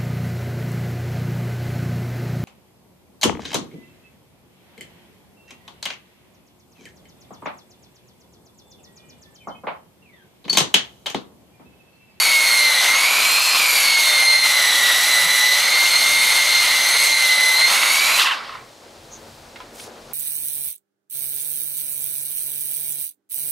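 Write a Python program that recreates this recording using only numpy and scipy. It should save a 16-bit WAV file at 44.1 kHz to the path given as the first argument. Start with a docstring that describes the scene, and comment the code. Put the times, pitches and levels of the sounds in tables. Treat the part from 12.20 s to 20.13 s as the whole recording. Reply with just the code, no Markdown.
"""A geared wheel sander runs on a dry log: gears whine at the tooth-mesh rate and its harmonics, the motor
fan sings, and shaped noise gives casing rattle, air rush and bristle hiss; loose teeth ring the casing.
A quiet yard of rumble, hums and hiss lies under it, with a faint low thump near 3.1 s.
At 5.97 s the tool is switched off and brakes fast, its pitch falling and its noise fading within 0.6 s.
The yard remains, with short puffs of noise and, near 7.4 s, two small knocks with wooden rings."""
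import sys
import numpy as np
from scipy import signal
from scipy.fft import rfft, irfft, next_fast_len
from scipy.io import wavfile
from scipy.ndimage import uniform_filter1d, map_coordinates

SR = 44100
rng = np.random.default_rng(int(sys.argv[2]) if len(sys.argv) > 2 else 0)


def persist_wave(psi):
    """Save psi, clipped to +-1, as 16-bit WAV."""
    counts = np.round(np.clip(psi, -1, 1) * 32767).astype(np.int16)
    wavfile.write(sys.argv[1], SR, np.atleast_2d(counts).T)


def decibels_to_gain(level_db):
    """Convert a level in decibels to a linear amplitude gain (20 dB per decade)."""
    exponent = np.asarray(level_db, float) / 20
    return 10 ** exponent


N = 349705

# gear mesh rate as the load slows the motor, before inertia and braking: (t/s, f/Hz)
MESH_SPEED = [(0, 2252), (0.17, 2172), (0.34, 2133), (0.51, 2055), (0.6, 2026), (0.68, 2070), (0.85, 2261),
              (1.02, 2384), (1.19, 2470), (1.28, 2490), (1.36, 2461), (1.53, 2293), (1.7, 2197),
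              (1.87, 2125), (2.04, 2098), (2.21, 2091), (2.46, 1989), (2.72, 1941), (2.8, 1972),
              (2.89, 2025), (3.0, 1986), (3.23, 1993), (3.36, 2010), (3.49, 2101), (3.82, 2105),
              (4.08, 2120), (4.42, 2088), (4.63, 2064), (4.78, 2094), (4.93, 2091), (5.18, 2027),
              (5.35, 2048), (5.52, 2130), (5.7, 2191), (5.86, 2303), (5.95, 2368)]
# clean line of the 1st, 2nd and 5th mesh harmonics, and fan tone:
# (t/s, 1st level/dB, 2nd level/dB, 5th level/dB, fan level/dB)
GEARS = [(0.0, -28.5, -21, -27, -29), (0.18, -16.7, -35, -38, -32), (0.28, -25.5, -27.5, -31, -31),
         (0.41, -20.3, -22.8, -33.5, -32.3), (0.56, -23.5, -29, -33.5, -35.5), (0.65, -24, -33, -38, -29),
         (0.72, -21, -34, -36, -40), (1.13, -28, -35, -35, -21.5), (1.3, -30, -24, -46, -23),
         (1.39, -26, -30, -41, -25), (1.5, -24, -30, -30.5, -32), (1.57, -29, -29, -27.5, -35),
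         (1.73, -17.5, -25, -37, -33), (1.93, -24, -31.5, -33.1, -24.5), (2.04, -18.9, -18.5, -31.5, -33),
         (2.3, -23, -25, -35.5, -32.5), (2.66, -22, -29, -32, -33), (2.85, -24, -30, -36, -38.1),
         (2.97, -20, -27.5, -30, -36), (3.12, -24.5, -23, -35, -33), (3.34, -18.5, -28.5, -37, -34),
         (3.42, -29, -29, -44, -35.9), (3.62, -19, -29.5, -36, -27), (3.75, -24, -24.5, -35, -33.8),
         (3.91, -20, -31.5, -32, -28), (4.09, -24.5, -31, -31, -26), (4.37, -19.5, -22.5, -40, -31),
         (4.45, -24.5, -31, -33, -40), (4.59, -21.5, -28.5, -36, -34), (4.81, -25, -25, -28.5, -33),
         (4.91, -21.5, -30, -37.4, -36), (5.33, -18.5, -26, -30.9, -34), (5.45, -23, -22, -39, -33),
         (5.55, -30, -35.5, -32, -29.6), (5.87, -22, -35, -37, -29), (5.95, -29, -35, -45, -25)]
# what the casing passes of a falling harmonic: (f/Hz, level/dB)
BRAKING_PASS = [(500, -50), (850, -30), (1050, -20.5), (1300, -28), (1700, -24), (2200, -29), (2800, -19.5),
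                (3400, -26), (4000, -30), (5000, -52), (12000, -38)]
# side strands of a chattering mesh: (offset/motor pulse rate, share/1)
STRANDS = [(-2, .2), (-1, .4), (0, .3), (1, .4), (2, .25), (3, .25)]
# thin lines turning with the motor: (f/mesh rate, relative level/dB)
ORDERS = [(2 / 7, -25), (3 / 7, -22), (3 / 4, -21), (1.81, -13), (2.81, -21), (24 / 7, -23), (4.624, -26)]
# power beside the line at full chatter: (1st level/dB, 2nd level/dB)
SPILL_DB = (6, 5.5)
# relative noise levels under load: (t/s, bristle hiss level/dB, casing rattle level/dB, air near 3 kHz level/dB)
RUSH = [(0.0, -20, -27.5, -28), (0.18, -23.5, -31, -31), (0.3, -21.5, -28.5, -30.5),
        (0.45, -24, -30, -29.5), (0.78, -22, -27, -28.5), (1.19, -20, -27.5, -29),
        (1.21, -20.5, -30.5, -31), (1.37, -20.5, -26.5, -28), (1.52, -20, -29.5, -29),
        (1.64, -20.5, -26, -26.5), (1.74, -21.5, -32, -29), (1.8, -20.5, -27.5, -28),
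        (2.22, -27, -33.5, -32), (2.25, -22, -28.5, -29.5), (2.71, -20.5, -27.5, -27.5),
        (3.22, -20, -28.5, -30), (3.31, -24, -33, -29), (3.32, -21.5, -28, -28), (4.0, -22, -29.5, -29),
        (4.12, -20, -27, -27.5), (4.27, -22, -30, -28.5), (4.73, -22, -29, -29.5), (4.75, -25, -23, -28),
        (4.78, -24, -32, -29.5), (4.85, -20.5, -28, -29), (4.96, -25, -33, -33), (5.0, -23.5, -30.5, -29.5),
        (5.38, -25, -30.5, -31.5), (5.41, -22, -26, -27), (5.44, -25, -34, -32), (5.49, -22.5, -26, -28.5),
        (5.74, -20, -29.5, -29), (5.89, -22, -26.5, -29), (5.94, -21.5, -28, -31)]
# brief noise swells, catches on cracks and one at switch-off: (t/s, level/dB, Gaussian sigma/s)
SWELLS = [(0.343, 1.5, 0.014), (0.645, 3, 0.022), (1.66, 1, 0.017), (2.261, 3.5, 0.0097),
          (2.86, 0.5, 0.029), (3.391, 1, 0.016), (4.45, 2, 0.021), (5.521, 1.5, .025), (5.97, 2.5, .015)]
# noise colours: (f/Hz, relative level per Hz/dB)
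RATTLE_COLOUR = [(88, -52), (150, -27), (237, -16.5), (407, -14), (586, -4.5), (775, -2.5), (869, -1),
                 (1190, -0.5), (1420, 2), (1670, -2), (1800, -1), (2340, 0.5), (3960, -120)]
AIR_COLOUR = [(1200, -36), (1700, -14), (2300, -5.5), (2600, -0.5), (2830, 4), (3100, 3), (3600, 2.5),
              (4100, 2.5), (4700, 1), (5500, -4), (7000, -33)]
BRISTLE_COLOUR = [(4500, -30), (5500, 0), (7000, -1.5), (9000, -2.5), (11000, -3), (12500, -4.5),
                  (14000, -11), (15800, -17)]
YARD_COLOUR = [(15, -30), (35, -12), (70, -8), (140, -16), (190, -8), (300, -9), (520, -5), (800, -7),
               (1100, -10), (1600, -11.5), (3000, -12), (4200, -10), (8000, -17.5), (15500, -31.5)]
DEEP_COLOUR = [(15, -30), (30, -8), (60, -9), (120, -0.5), (170, -10), (260, -30)]
# gains around and after switch-off; the first row holds before it, gear tones excepted:
# (t/s, rattle level/dB, air level/dB, bristle level/dB, loose teeth level/dB, gear tones level/dB)
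RUNDOWN = [(5.96, 1.5, -2, -3.5, -1, -4), (6.0, 0, 3.5, -1, 6, 1), (6.04, -5, 1, -6, 1.5, -0.5),
           (6.12, -10, -6, -12, -3, -0.5), (6.15, -7, -8, -19, -9, -8.5), (6.18, -7, -10, -23, -9.5, -21.5),
           (6.22, -8, -16, -26, -17, -22), (6.28, -12, -17, -31, -14, -30),
           (6.34, -14.5, -21, -33, -9, -40), (6.4, -16.5, -29, -42, -19, -50),
           (6.44, -26, -36, -46, -21, -60), (6.47, -28, -39, -48, -32, -60),
           (6.56, -58, -65, -67, -60, -63)]
# loose teeth knocking as the load comes off, relative: (t/s, level/dB)
BACKLASH = [(0, -35.5), (.6, -37), (.8, -25.5), (1.1, -27), (1.35, -23), (1.55, -35), (2.7, -41.5),
            (5.4, -40), (5.55, -26), (5.75, -27.5), (5.93, -26)]
# casing resonances: (f/Hz, width/Hz, relative level/dB)
CASING = [(1070, 84, 3.5), (1300, 140, -1), (2037, 93, 1.5), (2480, 160, -12), (2666, 160, 4.5),
          (3700, 290, -2.5), (4080, 220, -2.5)]
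# yard, relative: (t/s, rumble level/dB, hiss level/dB)
YARD_LEVELS = [(6.5, -42, -56.5), (6.702, -43, -56), (7.088, -42.5, -54.5), (7.406, -41.5, -56),
               (7.562, -39, -56.5), (7.93, -38, -54)]
# deep rumble through ground and log, relative: (t/s, level/dB)
DEEP_LEVELS = [(0, -58), (4.4, -55), (5.4, -62.5), (7.27, -50.5), (7.69, -53), (7.93, -50)]
# faint wavering hums: (f/Hz, relative level/dB, width/Hz)
HUMS = [(38.8, -1, 4), (83, -1, 4.7), (140, -1, 4.5), (228, 4.5, 6.1), (326, 0.5, 11), (435, -3, 8.1),
        (554, -4, 20), (690, -4, 22)]
# short noise puffs: (t/s, relative level/dB, centre f/Hz, sigma/octaves, Gaussian sigma/s)
PUFFS = [(3.06, -45, 146, 0.34, 0.033), (6.943, -41, 6400, 0.1, 0.02), (18, -46, 5000, 0.81, 0.038),
         (7.22, -58, 35, 0.55, 0.036), (7.56, -47, 7000, .8, 0.016), (7.622, -40.5, 4700, 0.97, 0.034),
         (7.62, -43, 9600, 0.12, 0.018), (7.6, -36, 2400, .8, 0.0033), (7.68, -42, 520, .7, 0.0068)]
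# knocks: (t/s, relative level/dB, lowest ring f/Hz)
KNOCKS = [(7.359, -24.5, 2140), (7.403, -24.5, 1010)]
# wooden rings: (f/lowest ring, relative level/dB, t60 with the lowest ring at 1200 Hz/s)
WOODEN = [(1, 0.5, 0.12), (1.27, 2, .05), (1.6, -13, .04), (2.3, -14, .04), (3.3, -10, .03)]
# side over mid: (f/Hz, relative level/dB)
WIDE_TOOL = [(60, -28), (200, -11.5), (450, -15.5), (770, -9), (1200, -11.5), (2100, -12), (2900, -26.5),
             (4200, -21.5), (5000, -37), (9300, -38), (10500, -15.5), (11500, -29), (13000, -40)]
WIDE_YARD = [(60, -38), (130, -30), (290, -18), (640, -11), (1410, -5), (3100, -7.5), (6820, -16.5),
             (11000, -1), (11800, -50)]
# extra side of the tool over time, widest near 1.2 s and towards the end: (t/s, level/dB)
SPREAD = [(0, -1.5), (.8, -1.5), (1.2, 3), (1.6, -1.5), (3.5, -1), (4.5, -1), (5.2, 2.5), (6.2, 3.5)]
# left over right in the middle range: (t/s, level/dB)
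PAN = [(0.0, -0.5), (3.2, -1.5), (4.17, 0.5), (5.12, -5), (6.36, -1.5), (6.58, 3.0), (7.33, 4),
       (7.35, -2.5), (7.53, 3), (7.93, 4)]

PULSE_HZ = 120  # the motor's pull pulses at twice the line frequency
WHEEL_TEETH = 54  # tooth meshes per wheel turn
OFF_S, BRAKE_S = 5.97, .098  # switch-off; the speed then falls by 1/e every BRAKE_S
BRAKE_CHATTER = .75  # share of full chatter
CLEAN_DB, SMEAR_DB = (-16, -18), 11.5  # line level with no chatter (1st, 2nd); drop to full chatter
THIRD_DB, THIRD_WAVERS_DB = -32.5, 1.5
AIR_WIDE_DB = 7.5  # the whole air rush over its part near 3 kHz
TOP_HZ = 15700


def unit(x):
    """Scaled to rms 1."""
    return x / np.sqrt(np.mean(np.abs(x) ** 2) + 1e-20)


def along(points, hz):
    """Interpolates (Hz, value) points on a log axis."""
    f, v = np.transpose(points)
    return np.interp(np.log(hz + 1), np.log(f + 1), v)


def curves(rows):
    """One value per sample for each column after the time."""
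    s, *cols = np.transpose(rows)
    return [np.interp(np.arange(N) / SR, s, c) for c in cols]


def wobble(rate_hz):
    """A smooth random curve, rate_hz knots a second."""
    knots = rng.standard_normal(int(N * rate_hz / SR) + 4)
    return map_coordinates(knots, [np.arange(N) * rate_hz / SR])


def flutter(rate_hz):
    """A complex random gain of rms 1: spreads a tone over about rate_hz."""
    return unit(wobble(rate_hz) + 1j * wobble(rate_hz))


def filtered(x, response):
    """x times a response of frequency, zero-padded."""
    m = next_fast_len(N + 8192)
    return irfft(rfft(x, m) * response(np.fft.rfftfreq(m, 1 / SR)), m)[..., :N]


def rush(colour):
    """Two unrelated noises of one colour, rms 1."""
    return unit(filtered(rng.standard_normal((2, N)), lambda hz: decibels_to_gain(along(colour, hz))))


def speed():
    """Gear mesh rate in Hz: set by the load, rounded by inertia, then braking exponentially."""
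    t = np.arange(N) / SR
    loaded_hz = uniform_filter1d(curves(MESH_SPEED)[0], size=2000)
    return loaded_hz * np.exp(-np.maximum(t - OFF_S, 0) / BRAKE_S)


def whine():
    """Gear teeth meet at the mesh rate; loose chatter moves power from each line into strands and a skirt."""
    hz, after = speed(), np.arange(N) / SR - OFF_S
    first_db, second_db, fifth_db, fan_db = curves(GEARS)
    loose, looser = [np.clip(np.abs((clean - db) / SMEAR_DB) ** 1.52, .03, 1)
                     for clean, db in zip(CLEAN_DB, (first_db, second_db))]
    first_db = first_db + SPILL_DB[0] * loose
    second_db = second_db + SPILL_DB[1] * looser - np.maximum(hz - 2200, 0) / 40
    third_db = THIRD_DB + THIRD_WAVERS_DB * wobble(10)
    fourth_db = (third_db + fifth_db) / 2 - 1.5
    sixth_db = fifth_db - 8 - np.maximum(hz - 2150, 0) / 30  # the casing passes little above 13 kHz
    braking_db = curves(RUNDOWN)[4]

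    def level(db, k):
        return np.where(after < 0, db, along(BRAKING_PASS, k * hz) - 1.47 * k + braking_db)

    turn = 2 * np.pi * np.cumsum(hz) / SR  # mesh phase, rad
    pulse = 2 * np.pi * PULSE_HZ * np.arange(N) / SR
    upper = 0.42 + 0.53 * loose  # the high harmonics smear with the first
    teeth = [(1, first_db, loose), (2, second_db, looser), (3, third_db, upper),
             (4, fourth_db, upper), (5, fifth_db, upper), (6, sixth_db, upper)]
    out = np.zeros((2, N))
    for k, db, chatter in teeth:
        chatter = np.clip(np.where(after < 0, chatter, BRAKE_CHATTER), 0, 1)
        line = decibels_to_gain((1.18 + 0.6 * k) * wobble(25)) * np.exp(2.6j / k * chatter ** 2 * wobble(70))
        line = line * (1 + 0.15 * k * np.exp(1j * turn / WHEEL_TEETH))
        strands = sum(share * (0.26 + 0.8 * flutter(30)) * np.exp(1j * step * pulse)
                      for step, share in STRANDS)
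        skirts = np.array([flutter(260 + 80 * k), flutter(260 + 80 * k)])
        smear = strands + (0.45 + 0.28 * min(k, 2)) * skirts
        shape = np.sqrt(1 - chatter) * line + np.sqrt(chatter) * smear
        out += np.sqrt(2) * decibels_to_gain(level(db, k)) * (shape * np.exp(1j * k * turn)).imag
    fan_gain = np.sqrt(2) * decibels_to_gain(level(fan_db, 12 / 7) + 2.2 * wobble(18)) * (1 + 0.22 * np.cos(pulse))
    fan = fan_gain * np.sin(12 / 7 * turn + .45 * wobble(40))
    thin = sum(decibels_to_gain(level(first_db, 0.93) + db + 3.0 * wobble(9.6)) * np.sin(k * turn + 0.23 * wobble(40))
               for k, db in ORDERS)
    return out + fan + thin, turn


def swells():
    """Brief Gaussian noise swells in dB: catches on cracks, and one at switch-off."""
    t = np.arange(N) / SR
    return sum(db * np.exp(-.5 * ((t - s) / sigma_s) ** 2) for s, db, sigma_s in SWELLS)


def slowed(hiss):
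    """Slower bristles lose their top."""
    dull = filtered(hiss, lambda hz: 1 / (1 + (hz / 8500) ** 4))
    return dull + np.clip(speed() / 1900, 0, 1) ** 1.3 * (hiss - dull)


def roar(turn):
    """Casing rattle, cooling air and bristles on wood: noises swelling with the wheel turn and at random."""
    hiss_db, case_db, blow_db = curves(RUSH) + swells()
    rattle_db, air_db, bristle_db = curves(RUNDOWN)[:3]
    wheel, scrub = np.sin(turn / WHEEL_TEETH), wobble(30)
    case_db = case_db + rattle_db + 0.71 * wobble(14) + 0.68 * wobble(60)
    case_db = case_db + 0.52 * np.sin(3 * turn / WHEEL_TEETH)  # three swells a wheel turn
    blow_db = blow_db + AIR_WIDE_DB + air_db + 0.54 * wobble(14) + 0.38 * wheel + 0.65 * scrub
    hiss_db = hiss_db - 0.5 + bristle_db + 0.74 * wobble(20) + 0.42 * wheel + 0.77 * scrub
    hiss_db = hiss_db + 1.5 * wobble(900)  # fine grain
    rattle = decibels_to_gain(case_db) * rush(RATTLE_COLOUR)
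    air = decibels_to_gain(blow_db) * rush(AIR_COLOUR)
    bristle = decibels_to_gain(hiss_db) * slowed(rush(BRISTLE_COLOUR))
    return rattle + air + bristle


def backlash(turn):
    """Uneven knocks, bunched once a wheel turn, ring fixed casing modes; slow knocks are softer and duller."""
    level_db = curves(BACKLASH)[0] + curves(RUNDOWN)[3]
    bunched_db = 3.6 * wobble(500) + 1.8 * wobble(45) + 1.8 * np.sin(turn / WHEEL_TEETH)
    blows = rng.standard_normal((2, N)) * decibels_to_gain(bunched_db)

    def modes(f):
        return sum((-1) ** k * decibels_to_gain(db) * 1j * f * w / (c * c - f * f + 1j * f * w)
                   for k, (c, w, db) in enumerate(CASING))

    ring = filtered(blows, modes)
    dull = filtered(ring, lambda hz: 1 / (1 + (hz / 1700) ** 6))
    fast = np.clip(np.gradient(turn) * SR / (2 * np.pi * 900), .25, 1)  # 1 from 900 Hz mesh rate up
    return decibels_to_gain(level_db) * (fast * unit(ring - dull) + (1.2 - 0.71 * fast) * unit(dull))


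def yard():
    """Far rumble and smooth hiss from separate noises, a deep rumble, and hums as randomly wavering tones."""
    rumble_db, hiss_db = curves(YARD_LEVELS)
    low = filtered(rush(YARD_COLOUR),
                   lambda hz: 1 / (1 + (hz / 1500) ** 2) / (1 + (170 / (hz + 1)) ** 4))
    high = filtered(rush(YARD_COLOUR), lambda hz: 1 / (1 + (1500 / (hz + 1)) ** 2))
    t = np.arange(N) / SR
    hums = sum(decibels_to_gain(db) * (flutter(width_hz) * np.exp(2j * np.pi * hz * t)).imag
               for hz, db, width_hz in HUMS)
    deep_gain = decibels_to_gain(curves(DEEP_LEVELS)[0] - 3.0 + 3.1 * wobble(5))
    deep = deep_gain * (rush(DEEP_COLOUR) + 1.14 * unit(hums))
    rumble = decibels_to_gain(rumble_db - 5.5 + 1.3 * wobble(22)) * unit(low)
    return rumble + decibels_to_gain(hiss_db + 5.0) * unit(high) + deep


def puffs():
    """Low thumps and grainy rustles: short puffs of noise, each in its own log-Gaussian band."""
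    t = np.arange(N) / SR

    def band(hz, octaves):
        noise = rng.standard_normal((2, N))
        return unit(filtered(noise, lambda f: np.exp(-.5 * (np.log2((f + 1) / hz) / octaves) ** 2)))

    return sum(decibels_to_gain(db + 2.2 * wobble(200)) * np.exp(-.5 * ((t - s) / sigma_s) ** 2) * band(hz, octaves)
               for s, db, hz, octaves, sigma_s in PUFFS)


def knocks():
    """Small hard contacts: a broad decaying clack and a few short wooden rings."""
    out, t = np.zeros(N + SR), np.arange(SR // 4) / SR
    for s, db, hz in KNOCKS:
        ring = sum(decibels_to_gain(level - 60 * t / t60 * hz / 1200) * np.sin(2 * np.pi * k * hz * t)
                   for k, level, t60 in WOODEN)
        clack_gain = 2.0 * decibels_to_gain(-60 * t / 0.17) + 1.2 * decibels_to_gain(-60 * t / 0.01)
        clack = clack_gain * rng.standard_normal(len(t))
        out[round(s * SR):][:len(t)] += decibels_to_gain(db - 11.0) * (ring + clack)
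    return filtered(out[:N], lambda hz: 1 / (1 + (hz / 3800) ** 4) / (1 + (700 / (hz + 1)) ** 4))


def placed(pair, wide, spread_db=0):
    """Direct sound in the middle; scattered sound, 257 samples later, is opposite in the two ears."""
    scattered = filtered(pair[1], lambda hz: decibels_to_gain(along(wide, hz)))
    side = decibels_to_gain(spread_db) * np.roll(scattered, 257)
    return np.array([pair[0] + side, pair[0] - side])


def scene():
    """Tool over yard; the whole image leans left or right, mostly in the middle range."""
    tones, turn = whine()
    pan_db, = curves(PAN)
    tool = placed(tones + roar(turn) + backlash(turn), WIDE_TOOL, curves(SPREAD)[0])
    ears = tool + placed(yard() + knocks() + puffs(), WIDE_YARD)
    middle = filtered(ears.mean(0), lambda hz: 1 / (1 + (450 / (hz + 1)) ** 4) / (1 + (hz / 2800) ** 6))
    lean = (decibels_to_gain(pan_db) - 1) / (decibels_to_gain(pan_db) + 1) * middle
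    return ears + np.array([lean, -lean])


def roll_off(x):
    """The treble ends steeply here."""
    return signal.sosfilt(signal.butter(12, 15680, fs=SR, output="sos"), x)


def record(dry):
    """Rounds off peaks towards 0.76 of full scale and keeps nothing from TOP_HZ up."""
    soft = dry / (1 + np.abs(dry / 0.76) ** 4) ** (1 / 4)
    mix = filtered(soft, lambda hz: hz < TOP_HZ)
    return roll_off(mix)


dry = scene()
out = record(dry)
persist_wave(out)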